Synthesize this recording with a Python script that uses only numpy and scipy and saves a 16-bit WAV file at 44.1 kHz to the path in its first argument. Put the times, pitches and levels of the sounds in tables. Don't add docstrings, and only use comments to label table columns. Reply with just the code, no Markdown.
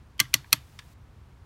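import sys
import numpy as np
from scipy import signal
from scipy.fft import rfft, irfft
from scipy.io import wavfile

SR = 44100
rng = np.random.default_rng(int(sys.argv[2]) if len(sys.argv) > 2 else 0)


def to_wav(sig):
    pcm = np.clip(np.atleast_2d(sig), -1, 1) * 32767
    pcm = np.round(pcm).astype(np.int16)
    wavfile.write(sys.argv[1], SR, pcm.T)


def invert_db(x):
    u = np.asarray(x, float) / 20
    return 10 ** u


N = 63945

# [Hz, dB per Hz]
AIR_SPECTRUM = [(20, -26.5), (40, -9.5), (70, -0.74), (135, -10), (180, -17.5), (550, -30), (980, -28),
                (2500, -38), (16000, -56.5)]
# [Hz, dB per Hz]
FRICTION_SPECTRUM = [(1000, -10), (2000, 2), (4000, -0.4), (8000, -3.5), (12000, -6), (16000, -7)]
# [Hz, s]
ROOM_DECAY = [(300, .12), (1000, 0.27), (2500, 0.19), (6000, 0.16), (12000, 0.1), (16000, .09)]
# [Hz, dB]
ROOM_SPECTRUM = [(300, -5), (1000, -3), (3000, 0.5), (5000, 0.5), (8000, -4.5), (12000, -7.5),
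                 (16000, -11.5)]
ROOM_DROP_DB = [
    -1.5,
    -2.5,
    -2.5,
]
# [Hz, dB, s]
CASE_MODES = [(124, -30, .22), (141.5, -30.5, .15), (170.2, -31.5, 0.029), (210.7, -26, 0.06),
              (240, -28, 0.06), (300, -29, 0.082), (480, -48, 0.057), (610, -48.5, .03)]
# [s, dB]
THUMPS = [
    (.2040, -1.5),
    (.3435, -4),
    (0.531, -3.5),
]
# [Hz, s]
PLATE_MODES = [(530, .05), (630, .06), (925, .05), (1040, .05), (1180, .055), (1450, .035), (1650, .04)]
PLATE_DB = [
    [-48, -41, -41, -37, -44.5, -33.5, -37],
    [-41, -39.5, -46.5, -38.5, -40.5, -40, -38.5],
    [-45.5, -34.5, -28, -34.5, -32, -28, -26.5],
]
# [Hz, dB, s]
FIRST_TOOTH_MODES = [(1165, -23, 0.055), (1600, -23, 0.058), (1805, -17, 0.04), (2083, -3, .026),
                     (2240, -10.5, .019), (3000, -3, 0.013), (3280, -12, 0.036), (4310, -4, .02),
                     (5500, -6.5, 0.015), (6200, -8, .025), (7600, -13.5, 0.01), (9490, -10.5, .012),
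                     (14000, -16.5, 0.011)]
SECOND_TOOTH_MODES = [(1151, -21, .04), (1600, -22, 0.032), (2026, -9.5, 0.022), (2486, -15, .018),
                      (2817, -9.5, 0.026), (3360, -5.5, 0.019), (4300, -1, .012), (4940, -13, 0.0047),
                      (5895, -3.5, 0.02), (6658, -9.5, 0.023), (8880, -19, 0.02), (11295, -16.5, 0.014),
                      (13800, -17, 0.0071)]
THIRD_TOOTH_MODES = [(1310, -12.5, 0.02205), (1976, -19.5, 0.029), (2116, -18, 0.024), (2539, -6.5, .024),
                     (3320, -8.5, 0.021), (3800, -13.5, 0.02), (4300, -0.5, 0.018), (5054, -17.5, .018),
                     (5880, -5.5, 0.025), (7400, -19.5, .02), (8220, -11, .016), (10900, -17.5, .014),
                     (12800, -12.5, 0.012)]
PIN_DB = [
    -11.5,
    -9,
    -4,
]
# [Hz, dB, s]
WIRE_MODES = [(1930, -39.5, .12), (4480, -46, 0.15), (7150, -49, .12), (11480, -43, .14),
              (11650, -44.5, .16)]
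# [s, s, dB]
SCRAPES = [
    (.1935, .007, -46),
    (.335, .0055, -49.5),
    (.523, .0055, -44.5),
]
# [s, dB, Hz, s, dB]
TICKS = [(.1800, -50, 3100, 0.013, 3), (.1940, -21, 3050, 0.024, 3), (0.197, -41, 2610, 0.012, -17),
         (.1960, -16, 2090, 0.0084, -13), (0.2005, -49, 1800, 0.014, -9), (0.2542, -38, 1930, 0.016, -20),
         (0.238, -54, 3560, 0.012, 5), (0.334, -31.5, 2420, 0.022, -2.5),
         (0.3394, -19.5, 4420, 0.0049, 1.5), (0.4295, -48.5, 2020, 0.01, -5),
         (0.4443, -40, 1670, 0.012, -19), (0.4452, -43, 2260, 0.012, -24.5),
         (0.4452, -41.5, 930, 0.017, -23), (0.461, -50, 1900, 0.013, -15),
         (0.5075, -49.5, 4300, 0.0073, -5.5), (.5236, -38.5, 2560, .018, 3.5),
         (.5260, -33.5, 3525, .012, -3), (.7899, -37.5, 3330, 0.012, -13),
         (0.7907, -31.5, 2063, 0.011, 5.5), (0.7907, -37.5, 3450, 0.019, -12),
         (0.7907, -46, 1275, 0.029, -30), (0.7892, -38.5, 5550, 0.015, -4.5),
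         (0.7929, -34, 2144, 0.0057, -6), (0.7930, -39.5, 4700, 0.012, -17),
         (0.7950, -39, 1600, 0.015, -23), (0.798, -43, 1746, 0.012, -30), (0.8011, -43, 1760, .012, -30),
         (0.518, -54.5, 4130, 0.012, -5.5), (0.18, -57, 11600, 0.012, -3), (0.508, -60, 11800, 0.016, -5),
         (0.822, -50.5, 1736, .016, -9)]
# [s, dB, count, dB per octave]
BLOWS = [(0.2008, -10, 0, 6.5), (0.2014, -5, 0, -1.6), (0.2021, -9.5, 0, 3.9), (.2031, -9, 0, -2.5),
         (0.2051, -10.5, 0, -0.5), (0.2106, -21, 0, -3), (0.2113, -20.5, 0, -9.5), (.3404, -2.5, 1, -0.26),
         (0.3408, -7.5, 1, 1.9), (.3420, -5.5, 1, 1.6), (0.3435, -8.5, 1, -1), (0.3446, -20, 1, -3),
         (0.35, -21, 1, -2.5), (0.352, -23.5, 1, -10.5), (0.5281, -12, 2, 0), (0.5286, -0.5, 2, 1),
         (0.5298, -8.5, 2, -5.5), (0.5303, -8.5, 2, 5.5), (0.5326, -18.5, 2, -7), (0.535, -14.5, 2, 0.34),
         (0.538, -30, 2, -2.5)]


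def read(points, hz):
    frequency_hz, value = np.transpose(points)
    return np.interp(np.log(hz + 1), np.log(frequency_hz + 1), value)


def add(mix, start_s, sound):
    part = mix[round(start_s * SR):][:len(sound)]
    part += sound[:len(part)]


def coloured(points):
    gain = invert_db(read(points, np.fft.rfftfreq(N, 1 / SR)))
    noise = irfft(rfft(rng.standard_normal(N)) * gain, N)
    return noise / noise.std()


def ring(modes, phases, tilt_db=0, size=8000):
    t = np.arange(size)[:, None] / SR
    hz, level_db, t60_s = np.transpose(modes)
    envelope = invert_db(level_db + tilt_db * np.log2(hz / 3000) - 60 * t / t60_s)
    return (envelope * np.sin(2 * np.pi * (hz * t + phases))).sum(1)


def crack(low_hz, t60_s, top_hz):
    t = np.arange(4000) / SR
    noise = signal.lfilter(*signal.butter(1, min(low_hz, 9000), "high", fs=SR), rng.standard_normal(4000))
    return signal.lfilter(*signal.butter(2, top_hz, fs=SR), noise) * invert_db(-60 * t / t60_s)


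def air():
    return invert_db(-51.5) * coloured(AIR_SPECTRUM)


def slide():
    from_s, to_s = .193, .94
    t = np.arange(N) / SR
    onset = np.clip((t - from_s) / 0.013, 0, 1)
    release = np.clip((to_s - t) / 0.0029, 0, 1)
    level_db = -65.5 + 0.5 * (t - from_s) / (to_s - from_s)
    return onset * release * invert_db(level_db) * coloured(FRICTION_SPECTRUM)


def room(source):
    gap_s, late_db, late_t60_s = .002, -29.5, 0.96
    out = np.zeros(N)
    drop_index = np.digitize(np.arange(N) / SR, [.3, .5])
    for k in range(3):
        hz, t, noise = signal.stft(rng.standard_normal(SR // 2), SR, nperseg=128)
        early = invert_db(-60 * t / read(ROOM_DECAY, hz)[:, None])
        late = invert_db(late_db - 60 * t / late_t60_s)
        colour = invert_db(read(ROOM_SPECTRUM, hz))[:, None]
        tail = signal.istft(noise * (early + late) * colour, SR, nperseg=128)[1]
        tail *= np.arange(len(tail)) / SR > gap_s
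        tail /= np.linalg.norm(tail)
        out += invert_db(ROOM_DROP_DB[k]) * signal.fftconvolve(source * (drop_index == k), tail)[:N]
    return invert_db(-18) * out


def case():
    thump_rise_s, plate_rise_s = 0.0061, .002
    out = np.zeros(N)
    t = np.arange(12000) / SR
    for (start_s, level_db), plate_db, (blow_s, *_) in zip(THUMPS, PLATE_DB, BLOWS[1::7]):
        thump = (1 - np.exp(-t / thump_rise_s)) * ring(CASE_MODES, 0, size=12000)
        add(out, start_s, invert_db(level_db) * thump)
        plates = [(hz, db, t60_s) for (hz, t60_s), db in zip(PLATE_MODES, plate_db)]
        add(out, blow_s, (1 - np.exp(-t / plate_rise_s)) * ring(plates, 0, size=12000))
    return out


def squeak(out):
    start_s, end_s, pitch_hz, level_db, grow_db = .1815, .1945, 3180, -44, 10
    t = np.arange(0, end_s - start_s, 1 / SR)
    growth = invert_db(level_db - grow_db * (1.5 - t / t[-1]))
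    add(out, start_s, growth * np.sin(2 * np.pi * pitch_hz * t))


def scrapes(out):
    for start_s, length_s, level_db in SCRAPES:
        add(out, start_s, invert_db(level_db) * crack(2500, .05, 13000)[:round(length_s * SR)])


def ticks(out, spread):
    rise_s = 0.0002
    for start_s, level_db, hz, t60_s, crack_db in TICKS:
        modes = [(hz, 0, t60_s), (hz * 1.45, -11.5, t60_s * .8),
                 (hz * 0.64, -10.5, t60_s), (hz * 2.3, -25, t60_s * .7)]
        body = ring(modes, 0, size=4000)
        rise = np.minimum(np.arange(4000) / SR / rise_s, 1)
        tick = invert_db(level_db) * rise * (body + invert_db(crack_db) * crack(hz, 2.9 * t60_s, 1.3 * hz))
        add(out, start_s, tick)
        add(spread, start_s, tick)


def blows(out, spread):
    pin_hz, pin_t60_s = 11650, .024
    detune, damping = .02, .5
    blunt_db, spread_t60_s = -15, .002
    teeth = (FIRST_TOOTH_MODES, SECOND_TOOTH_MODES, THIRD_TOOTH_MODES)
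    for start_s, level_db, tooth_index, tilt_db in BLOWS:
        k = int(round(tooth_index))
        modes = np.vstack([teeth[k], [(pin_hz, PIN_DB[k], pin_t60_s)]])
        chance, phases = rng.random((2, len(modes)))
        shift = 1 + detune * (chance - .5)
        loss = np.minimum(2000 / modes[:, 0], 1) ** damping
        shifted = modes * np.transpose([shift, np.ones(len(modes)), loss])
        body = ring(shifted, phases, tilt_db)
        t = np.arange(len(body)) / SR
        add(spread, start_s, invert_db(level_db + blunt_db - 60 * t / spread_t60_s) * body)
        add(body, 0, invert_db(-3.5 + 2 * tilt_db) * crack(2340, 0.0069, 13000))
        add(body, 0, invert_db(-16) * crack(1300, 0.035, 12900))
        add(body, 0, ring(WIRE_MODES * np.array([shift[0], 1, 1]), phases[:len(WIRE_MODES)]))
        onset = np.minimum(np.arange(len(body)) / 6, 1)
        add(out, start_s, invert_db(level_db - 4.5) * onset * body)
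    for start_s, *_ in BLOWS[1::7]:
        add(spread, start_s, invert_db([9.5]))


def pawl():
    out, spread = np.zeros((2, N))
    blows(out, spread)
    ticks(out, spread)
    scrapes(out)
    squeak(out)
    low_cut = signal.butter(8, 950, "high", fs=SR, output="sos")
    return signal.sosfilt(low_cut, [out, spread])


def scene():
    near, spread = pawl()
    return (near + case() + room(spread) + slide() + air())[None]


def top_cut(x):
    return signal.sosfilt(signal.butter(12, 16620, fs=SR, output="sos"), x)


def record(dry):
    ceiling = 1.05
    limited = ceiling * np.tanh(dry / ceiling)
    low_pass = signal.firwin(255, 15950, window=("kaiser", 8), fs=SR)
    mix = signal.oaconvolve(limited, low_pass[None], "same")
    return top_cut(mix)


dry = scene()
out = record(dry)
to_wav(out)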